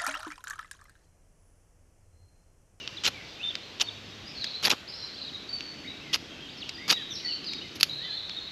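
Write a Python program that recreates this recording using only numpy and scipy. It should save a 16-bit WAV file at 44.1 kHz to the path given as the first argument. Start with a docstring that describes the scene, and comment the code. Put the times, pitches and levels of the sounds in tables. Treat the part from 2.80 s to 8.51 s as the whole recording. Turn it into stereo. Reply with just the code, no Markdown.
"""A faint bird note and a low hum come first, then a knock: a knife blade on a ferro rod, close to a small camera.
The spine scrapes in short strokes, each a run of noise bursts ringing steel modes; a light knock ends it, set down.
Songbirds are gliding near-sines among trees, whose trunks smear each note through a tail of decaying noise.
Behind them shaped noise makes the air, a far chorus and a low rumble; a wavering hum comes and goes."""
import sys
import numpy as np
from scipy import signal
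from scipy.fft import rfft, irfft
from scipy.io import wavfile
from scipy.ndimage import uniform_filter1d

SR = 44100
rng = np.random.default_rng(int(sys.argv[2]) if len(sys.argv) > 2 else 0)


def store_pcm(level_fs):
    """Save levels as 16-bit WAV."""
    pcm = np.round(np.clip(level_fs, -1, 1) * 32767).astype(np.int16)
    wavfile.write(sys.argv[1], SR, np.atleast_2d(pcm).T)


N = 251987


def gain_of(db):
    """dB to amplitude."""
    return 10 ** (np.asarray(db) / 20)


def evened(x):
    """Scales to rms 1."""
    return x / np.sqrt(np.mean(x ** 2) + 1e-20)


def smooth(x, size):
    """Three running means in a row."""
    for _ in range(3):
        x = uniform_filter1d(x, size)
    return x


def read(points, hz):
    """Reads a table on a log-frequency axis."""
    f, value = np.transpose(points)
    return np.interp(np.log(hz + 1), np.log(f + 1), value)


def add(mix, s, sound):
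    """Mixes a sound in at s seconds."""
    part = mix[round(s * SR):][:len(sound)]
    part += sound[:len(part)]


def knife():
    """All bites and knocks of blade on rod, as the left and right microphone ports meet them."""
    # Strokes down the rod. Each row: start in seconds, end in seconds, thud of the hands at the end in dB,
    # top ring at its loudest in dB, moment of the loudest top ring in seconds.
    strokes = [(.234, 0.287, -31.5, -36.5, .273), (.998, 1.028, -36.5, -42.5, 1.02),
               (1.825, 1.883, -28, -30.5, 1.855), (1.894, 1.935, -25.5, -33, 1.899),
               (3.328, 3.361, -35.5, -36.5, 3.343), (4.077, 4.131, -27.5, -31, 4.11),
               (4.953, 4.969, -55, -49.5, 4.956), (5.0, 5.005, -61, -44, 5.001),
               (5.032, 5.045, -58, -39.5, 5.033)]
    # Single hard knocks. Each row: start in seconds, level in dB, length in ms, chatter pitch in Hz,
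    # top ring in dB against the knock.
    knocks = [(0.0757, -25.5, 1.2, 2630, -41), (0.753, -25, 2.06, 4500, -37), (1.642, -25, 2.9, 4800, -28),
              (2.8065, -29.5, 1.4, 2760, -45), (3.891, -29, 3.7, 4630, -28), (4.643, -39, 2.4, 4500, -32),
              (4.7333, -30, 3, 4450, -34), (5.0086, -20.5, 3.2, 4500, -11), (5.0297, -9.5, 2.7, 4680, -12),
              (5.495, -31.5, 1.4, 4700, -49)]
    knock_thud_db = -23  # against the knock
    rows = [(s, db, ms, hz, knock_thud_db, top_db) for s, db, ms, hz, top_db in knocks]
    for row in strokes:
        rows += stroke(*row)
    out = np.zeros((N, 2))
    draws = rng.standard_normal((len(rows), 3, 2048))
    for row, draw in zip(rows, draws):
        add(out, row[0], bite(row, draw).T)
    return out.T


def stroke(start, end, thud_db, top_db, top_s):
    """In a stroke the edge bites, slips and bites again; hard bites let go sooner and softer ones hold longer."""
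    # Bites of the edge. Each row: start in seconds, level in dB, chatter pitch in Hz.
    bites = [(0.236, -30, 3200), (0.2451, -25, 3200), (0.2508, -22, 3220), (0.256, -21.5, 2700),
             (0.2712, -29, 4140), (0.2756, -20.5, 4330), (0.2806, -31.5, 2450), (0.9981, -29, 3000),
             (1.0023, -32, 3460), (1.0049, -24.5, 3120), (1.0109, -18, 2980), (1.019, -37, 2920),
             (1.8265, -35, 3940), (1.831, -30, 3480), (1.8412, -24.5, 3520), (1.85, -18, 4500),
             (1.8555, -18, 4870), (1.86, -29, 3320), (1.87, -20.5, 3280), (1.872, -28.5, 1800),
             (1.8798, -25, 1900), (1.896, -32, 3350), (1.9, -18, 4240), (1.9095, -19.5, 3450),
             (1.9189, -34.5, 2700), (1.9336, -35, 3170), (3.329, -26.5, 3030), (3.335, -22.5, 2900),
             (3.3393, -19.5, 4850), (3.3485, -31, 2800), (3.3583, -29, 4250), (4.0787, -32.5, 5000),
             (4.085, -31.5, 4500), (4.091, -33, 4760), (4.095, -22, 4700), (4.1002, -16.5, 4650),
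             (4.1065, -23, 3900), (4.1082, -16.5, 4530), (4.1137, -35, 2600), (4.1219, -21.5, 3600),
             (4.953, -41.5, 3600), (4.999, -35, 5300), (5.032, -28, 4510), (5.042, -34, 3120)]
    thud_rise_db_per_s = 263  # the hands load up along a stroke
    top_fall_db_per_s = 596  # the top ring swells and falls away round its loudest moment
    hold, longest_ms = 0.82, 12.5  # a bite lasts at most this share of the time until the next one
    hard_db, hard_ms, snap = -15.5, 3.54, 1.75  # a bite this hard lets go this soon
    s, db, hz = np.transpose([row for row in bites if start - .003 <= row[0] < end])
    gap_ms = 1000 * np.diff(np.append(s, end))
    ms = np.minimum(hold * gap_ms, longest_ms)
    ms = np.minimum(ms, hard_ms * gain_of(snap * (hard_db - db)))
    # both against the level of the bite
    thud = thud_db - thud_rise_db_per_s * (end - s) - db
    top = top_db - top_fall_db_per_s * abs(s - top_s) - db
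    return list(zip(s, db, ms, hz, thud, top))


def bite(row, draw, chatter_db=7, chatter_width_hz=260, grit_db=3.5, tail_ms=4.7, own=0.4):
    """Grains tear off the rod in a burst and ring the steel, and the edge chatters at its own pitch."""
    # Resonances of blade and rod. Each row: pitch in Hz, width in Hz, level in dB.
    steel_modes = [(1610, 710, -6), (2480, 460, 4), (2990, 550, 6.5), (3860, 1550, 4.5), (4730, 640, 6.5),
                   (5550, 450, 2.5), (6530, 1200, -2.5)]
    # Thud of the hands that hold them. Each row: pitch in Hz, width in Hz, level in dB.
    hand_modes = [(300, 290, 0.5), (860, 220, 2), (1290, 283, 0.5)]
    # Top ring, gone through twice. Each row, for one pass: pitch in Hz, width in Hz, level in dB.
    top_modes = [(11180, 4100, 4.5), (11480, 510, -16.5), (14900, 3200, 2)]
    s, db, ms, hz, thud_db, top_db = row
    t = np.arange(len(draw[0])) / SR * 1000  # ms

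    press = np.clip(t / (0.87 * ms), 0, 1) ** 0.24 * np.exp(-np.maximum(t - 0.65 * ms, 0) / (0.58 * ms))
    press += 0.11 * np.clip(t / ms, 0, 1) * np.exp(-t / (ms + tail_ms))
    press *= gain_of(grit_db * evened(uniform_filter1d(draw[1], size=9)))  # grains of uneven size
    # a brief contact is one clean knock
    knock = 10. * np.exp(-(ms / 2.8) ** 2) * np.exp(-((t - .7) / .055) ** 2)
    grit = press * draw[0] + knock

    overtone_hz = min(1.85 * hz, 7000)  # the chatter carries one upper partial
    chatter = [(hz, chatter_width_hz, chatter_db), (overtone_hz, chatter_width_hz, chatter_db - 15)]
    # the shortest waves reach each port by their own path
    own_grit = own * press * draw[2]
    left_top = ring(ring(grit - own_grit, top_modes), top_modes)
    right_top = ring(ring(grit + own_grit, top_modes), top_modes)
    parts = ring(grit, steel_modes) + ring(grit, chatter), ring(grit, hand_modes), left_top, right_top

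    # each part is set to rms 1 over the contact before its level
    loud = slice(0, round(max(ms, 1) * SR / 1000) + 40)
    steel, thud, *top = (p / np.sqrt(np.mean(p[loud] ** 2)) for p in parts)
    return gain_of(db) * (steel + gain_of(thud_db) * thud + gain_of(top_db) * np.array(top))


def ring(x, modes):
    """Sum of two-pole resonances of alternating sign."""
    out = np.zeros(len(x))
    for k, (hz, width, db) in enumerate(modes):
        r = np.exp(-np.pi * width / SR)
        poles = [1, -2 * r * np.cos(2 * np.pi * hz / SR), r * r]
        out += (-1) ** k * gain_of(db) * signal.lfilter([1 - r, 0, r - 1], poles, x)
    return out


def birds(waver=.004, flutter_db=3.0, leaves=.035):
    """Near sines with a slight waver and a faint overtone; returns the direct sound and the part sent to the trees."""
    # The clearest bird notes. Each row: start in seconds, length in seconds, pitch in Hz at start, middle and end,
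    # level in dB, swell over the note in dB, echo from the trees in dB against the note.
    notes = [(0, 0.067, 2985, 2760, 2700, -47, -5, -4), (.168, 0.021, 4330, 3620, 3440, -38.5, 9, -7),
             (.32, 0.098, 2400, 2280, 1980, -50.5, -1, -2.5),
             (.589, 0.056, 2393, 2720, 3290, -43.5, 11, -2.5),
             (.63, 0.072, 3560, 3575, 3620, -31.5, 4, -14.5), (.698, .019, 3616, 3473, 3180, -33.5, 4, -16),
             (.83, 0.013, 4010, 4220, 4240, -45, 9, 0.5), (1.035, 0.044, 4500, 4410, 4390, -45, -5, -5),
             (1.068, 0.028, 3460, 3730, 3350, -38.5, 15, -10.5),
             (1.31, 0.033, 3750, 3760, 3700, -48.5, 11, -8), (1.551, 0.039, 4310, 4400, 3990, -44, 7, 3),
             (1.61, 0.044, 4200, 3830, 3200, -36, -5, -5), (1.665, 0.012, 3420, 3920, 4180, -35.5, -7, -4),
             (1.73, 0.035, 4005, 3970, 4290, -38, 3, -5), (2.075, 0.033, 3810, 5070, 4030, -43, 8, 0),
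             (2.11, 0.08, 5150, 5210, 5300, -51, 2, -2), (2.17, .09, 5450, 5510, 5430, -54.5, 0, 1),
             (2.225, .026, 4040, 4090, 4100, -37, 4, -13), (2.355, 0.021, 3220, 3360, 3680, -47, 6, -4),
             (2.415, .017, 4015, 3980, 4090, -38.5, -1, -3), (2.478, 0.025, 3883, 3620, 2650, -43, 1, -16),
             (2.545, 0.019, 3780, 3830, 3760, -36, 4, -10.5), (2.69, .26, 4582, 4440, 4470, -49.5, -24, 4),
             (3.045, 0.044, 1860, 2310, 1910, -51, -10, 0),
             (3.071, 0.055, 3670, 3880, 3860, -42.5, -13.5, -3.5),
             (3.21, 0.03, 2660, 2650, 2900, -48.5, 0, -7), (3.24, 0.091, 2170, 2070, 1946, -52.5, 6, -4),
             (3.399, 0.25, 3315, 3220, 3210, -58, 3, 1), (3.688, .012, 3300, 3700, 3840, -39.5, -8, -2.5),
             (3.769, 0.066, 5410, 4720, 2590, -46.5, 18.5, -3),
             (3.935, .031, 4990, 4900, 4580, -46.5, 10, -0.5), (3.92, .21, 3580, 3630, 3670, -53.5, 4, -16),
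             (3.98, 0.1, 1883, 2140, 2260, -50, -5, -5), (4.132, 0.055, 3884, 3700, 3020, -34.5, -12, -1),
             (4.159, 0.071, 1936, 1830, 1610, -49, -5, -5),
             (4.305, 0.026, 3570, 3600, 3354, -37.5, -1, -21), (4.303, .03, 6200, 5790, 5500, -45.5, 7, 1),
             (4.333, 0.0295, 5500, 5500, 5400, -41.5, 4, 1), (4.349, 0.042, 5350, 4100, 3930, -40, -7, 0),
             (4.43, 0.041, 2194, 1970, 2010, -44, 11, -8.5),
             (4.448, 0.086, 4530, 4260, 3980, -39.5, -19.5, 2.5),
             (4.481, 0.052, 3040, 2910, 2720, -41, 1, -4), (4.645, 0.053, 5040, 4860, 4920, -41.5, 1, -2),
             (4.669, .036, 4875, 3990, 3810, -35, 6, 0.5), (4.4, 0.013, 2780, 3000, 3000, -44.5, -9, -11),
             (4.84, .03, 2130, 2100, 1920, -51, -12, -8), (4.81, 0.029, 2584, 3020, 2800, -42.5, -6, -4),
             (5.089, 0.028, 3830, 3930, 3700, -35.5, -1, 1), (5.16, .11, 1533, 1840, 2027, -52.5, 12, -6),
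             (5.27, .1, 1900, 1660, 2030, -54, 1, -10), (5.205, 0.035, 4600, 3840, 3380, -45.5, 6, 6.5),
             (5.23, 0.046, 3092, 3090, 3130, -46.5, -2, -1.5), (5.344, 0.042, 4020, 3980, 3910, -40, 2, 3),
             (5.49, 0.028, 3875, 3850, 3390, -40.5, 3, -5), (5.562, .033, 3690, 3750, 3610, -37.5, 5, -7)]
    # Bouts of quick twitter from a bird deeper in the wood. Each row: start in seconds, length in seconds,
    # pitch in Hz at start and end, level in dB.
    bouts = [(1.45, 0.14, 5040, 5000, -48.5), (1.66, 0.15, 3950, 3900, -46), (2.12, .5, 4100, 3800, -46.5),
             (2.13, 0.34, 5000, 4600, -50), (4.18, 0.13, 3700, 3600, -50), (4.7, .2, 4000, 3700, -50.5),
             (5.12, 0.57, 3950, 4000, -42.5), (5.22, .45, 3600, 3500, -48), (3.5, .3, 2850, 2750, -52),
             (3.7, .12, 4800, 4800, -53), (.44, .08, 4800, 3700, -53)]
    overtone_db, overtone_db_per_khz = -29, 14  # at 5.5 kHz; lower notes are purer
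    near, far = np.zeros(N), np.zeros(N)
    wobble = evened(smooth(rng.standard_normal((2, N)), size=120))
    rows = list(notes)
    for bout in bouts:
        rows += twitter(*bout)
    for s, length, start, middle, end, db, swell_db, echo_db in rows:
        u = np.linspace(0, 1, round(length * SR))  # place within the note
        jitter, flutter = wobble[:, rng.integers(N - SR):][:, :len(u)]
        bend = (2 * middle - start - end) * 2 * u * (1 - u)
        pitch = (start + (end - start) * u + bend) * (1 + waver * jitter)
        level = gain_of(db + swell_db * (u - .5) + flutter_db * flutter)
        edge_s = np.minimum(u, 1 - u) * length
        fade = np.sin(np.pi / 2 * np.clip(edge_s / 0.0021, 0, 1)) ** 2
        # echoes of short chirps come back smeared, long whistles stay thin
        blur = leaves * np.exp(-length / 0.071)
        turn = 2 * np.pi * np.cumsum([pitch, pitch * (1 + blur * flutter)], axis=1) / SR
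        overtone = gain_of(overtone_db + overtone_db_per_khz * (pitch / 1000 - 5.5))
        note, echoed = np.sqrt(2) * level * fade * (np.sin(turn) + overtone * np.sin(2 * turn))
        add(near, s, note)
        add(far, s, gain_of(echo_db) * echoed)
    return near, far


def twitter(s, length, first_hz, last_hz, db, uneven_db=4.0):
    """Short notes at loose moments, scattered round a drifting pitch."""
    notes_per_s, note_s, spread, echo_db = 24, .016, .035, 1  # spread is a share of the pitch
    rows = []
    for k, draw in enumerate(rng.standard_normal((40, 6))):
        at = max(k + .3 * draw[0], 0) / notes_per_s
        if at < length:
            drifting_hz = first_hz + (last_hz - first_hz) * at / length
            start, middle, end = drifting_hz * (1 + spread * (draw[1] + draw[2:5]))
            rows.append((s + at, note_s, start, middle, end, db + uneven_db * draw[5], 0, echo_db))
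    return rows


def trees(x, build_s=0.019):
    """Scatter from trunks and leaves: noise that builds up briefly, then each band dies at its own speed."""
    # Dying away among the trees. Each row: frequency in Hz, time to fall by 60 dB in seconds.
    decay = [(1500, 0.25), (3000, 0.96), (6000, 0.59)]
    hz, t, z = signal.stft(rng.standard_normal(SR), SR, nperseg=256)
    shape = np.clip(t / build_s, 0, 1) * gain_of(-60 * t / read(decay, hz)[:, None])
    tail = signal.istft(z * shape, SR, nperseg=256)[1]
    return signal.fftconvolve(x, tail / np.linalg.norm(tail))[:N]


def wood(patchy_db=1.0, chorus_patchy_db=2.5):
    """Steady air, a rumble that swells, and many far birds blurred into streaks, all as shaped noise."""
    # Spectrum shapes of air, far chorus and rumble. Each row: frequency in Hz, relative density in dB.
    air_shape = [(15, -42), (28, -38), (74, 2), (200, -1.5), (575, -5), (936, -9.5), (1440, -8),
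                 (3620, -6.5), (4870, -15.5), (7110, -22.5), (8600, -32), (10000, -36.5), (12200, -31.5),
                 (13300, -36), (13800, -68), (16000, -72)]
    chorus_shape = [(1500, -86), (2300, 4.5), (3500, 4.5), (4800, 3), (6500, -6), (8500, -140)]
    rumble_shape = [(90, -45), (150, -3), (280, 6), (420, -2.5), (700, -44.5)]
    # Swells of the wood. Each row: time in seconds, low rumble in dB, far chorus in dB (both before trim_db).
    swell = [(0.0, -58, -45), (1.53, -48, -46.5), (1.73, -54, -41.5), (2.0, -87, -60), (2.38, -50.5, -49),
             (3.231, -44, -45), (3.669, -48, -48), (4.53, -46.5, -46), (4.93, -42, -44), (5.28, -67, -50),
             (5.71, -58, -51.5)]
    # How alike the two ports hear the wood. Each row: frequency in Hz, left-right likeness from 0 to 1.
    likeness = [(7000, .9999), (9500, .97), (11500, .75), (15000, .4)]
    air_db, trim_db = -47, -5.5
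    frames, hz = N // 256 + 5, np.fft.rfftfreq(1024, 1 / SR)
    a, b, c, d, p, q = rng.standard_normal((frames, 513, 6)).T
    # uneven over frequency (axis 0) and time (axis 1)
    patches = evened(uniform_filter1d(uniform_filter1d(p, size=12, axis=0), size=14, axis=1))
    streaks = evened(uniform_filter1d(uniform_filter1d(q, size=7, axis=0), size=16, axis=1))

    s, rumble_db, chorus_db = np.transpose(swell)
    t = np.arange(frames) * 256 / SR
    rumble_level = gain_of(np.interp(t, s, rumble_db) + trim_db + 1.25 * streaks)
    chorus_level = gain_of(np.interp(t, s, chorus_db) + trim_db)
    air = evened(gain_of(read(air_shape, hz)))[:, None] * gain_of(air_db + patchy_db * patches)
    rumble = evened(gain_of(read(rumble_shape, hz)))[:, None] * rumble_level
    chorus = evened(gain_of(read(chorus_shape, hz)))[:, None] * chorus_level
    chorus = chorus * gain_of(chorus_patchy_db * streaks)
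    size = np.sqrt(air ** 2 + rumble ** 2 + chorus ** 2)

    same = np.clip(read(likeness, hz), -1, 1)[:, None]
    left = a + 1j * b
    right = same * left + np.sqrt(1 - same ** 2) * (c + 1j * d)
    unit = np.std(signal.istft(left, nperseg=1024, noverlap=768)[1])
    z = np.array([left, right])
    return signal.istft(z * size, nperseg=1024, noverlap=768)[1][:, :N] / unit


def hum(waver=0.041):
    """Faint low sines of wavering pitch that swell and fade."""
    # Stretches of hum. Each row: start in seconds, length in seconds, pitch in Hz, level in dB.
    stretches = [(0, 0.63, 95.7, -58), (.95, 0.57, 99.6, -53.5), (3.18, 0.22, 149.1, -51.5),
                 (3.5, 0.27, 148, -59), (4.9, 0.41, 147.5, -54.5)]
    out = np.zeros(N)
    wobble = evened(smooth(rng.standard_normal(N), size=1500))
    for s, length, hz, db in stretches:
        pitch = hz * (1 + waver * wobble[round(s * SR):][:round(length * SR)])
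        tone = np.sin(2 * np.pi * np.cumsum(pitch) / SR)
        add(out, s, np.sqrt(2) * gain_of(db) * tone * signal.windows.tukey(len(pitch), .6))
    return out


def scene():
    """Knife close by, birds among the trees, the wood behind."""
    # The right port faces the hands. Each row: frequency in Hz, level above the left port in dB.
    right_port = [(9500, 0), (10500, 1.5), (11800, 5.5), (15000, 4)]
    steel = knife()
    near, far = birds()
    close = steel + near + trees(far + gain_of(-25.5) * steel.mean(0))
    lean_db = read(right_port, np.fft.rfftfreq(N, 1 / SR))
    leaning = irfft(rfft(close) * gain_of([-lean_db / 2, lean_db / 2]), N)
    return leaning + wood() + hum()


def record(dry):
    """The microphone housing cancels a band near 9 kHz and loses the highest treble; then the band limit."""
    # Treble lost in the housing. Each row: frequency in Hz, gain in dB.
    treble_fall = [(12600, -1), (13600, -19), (15300, -29), (16000, -45)]
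    notch_hz, notch_width_hz, notch_depth = 9060, 360, 0.73  # depth is the share of amplitude cancelled
    edge_hz = 16000
    hz = np.fft.rfftfreq(N, 1 / SR)
    notch = 1 - notch_depth * np.exp(-((hz - notch_hz) / notch_width_hz) ** 2)
    housed = irfft(rfft(dry) * notch * gain_of(read(treble_fall, hz)), N)
    band_limit = signal.firwin(511, edge_hz, window=("kaiser", 9), fs=SR)
    return signal.oaconvolve(np.clip(housed, -1, 1), band_limit[None], "same")


dry = scene()
out = record(dry)
store_pcm(out)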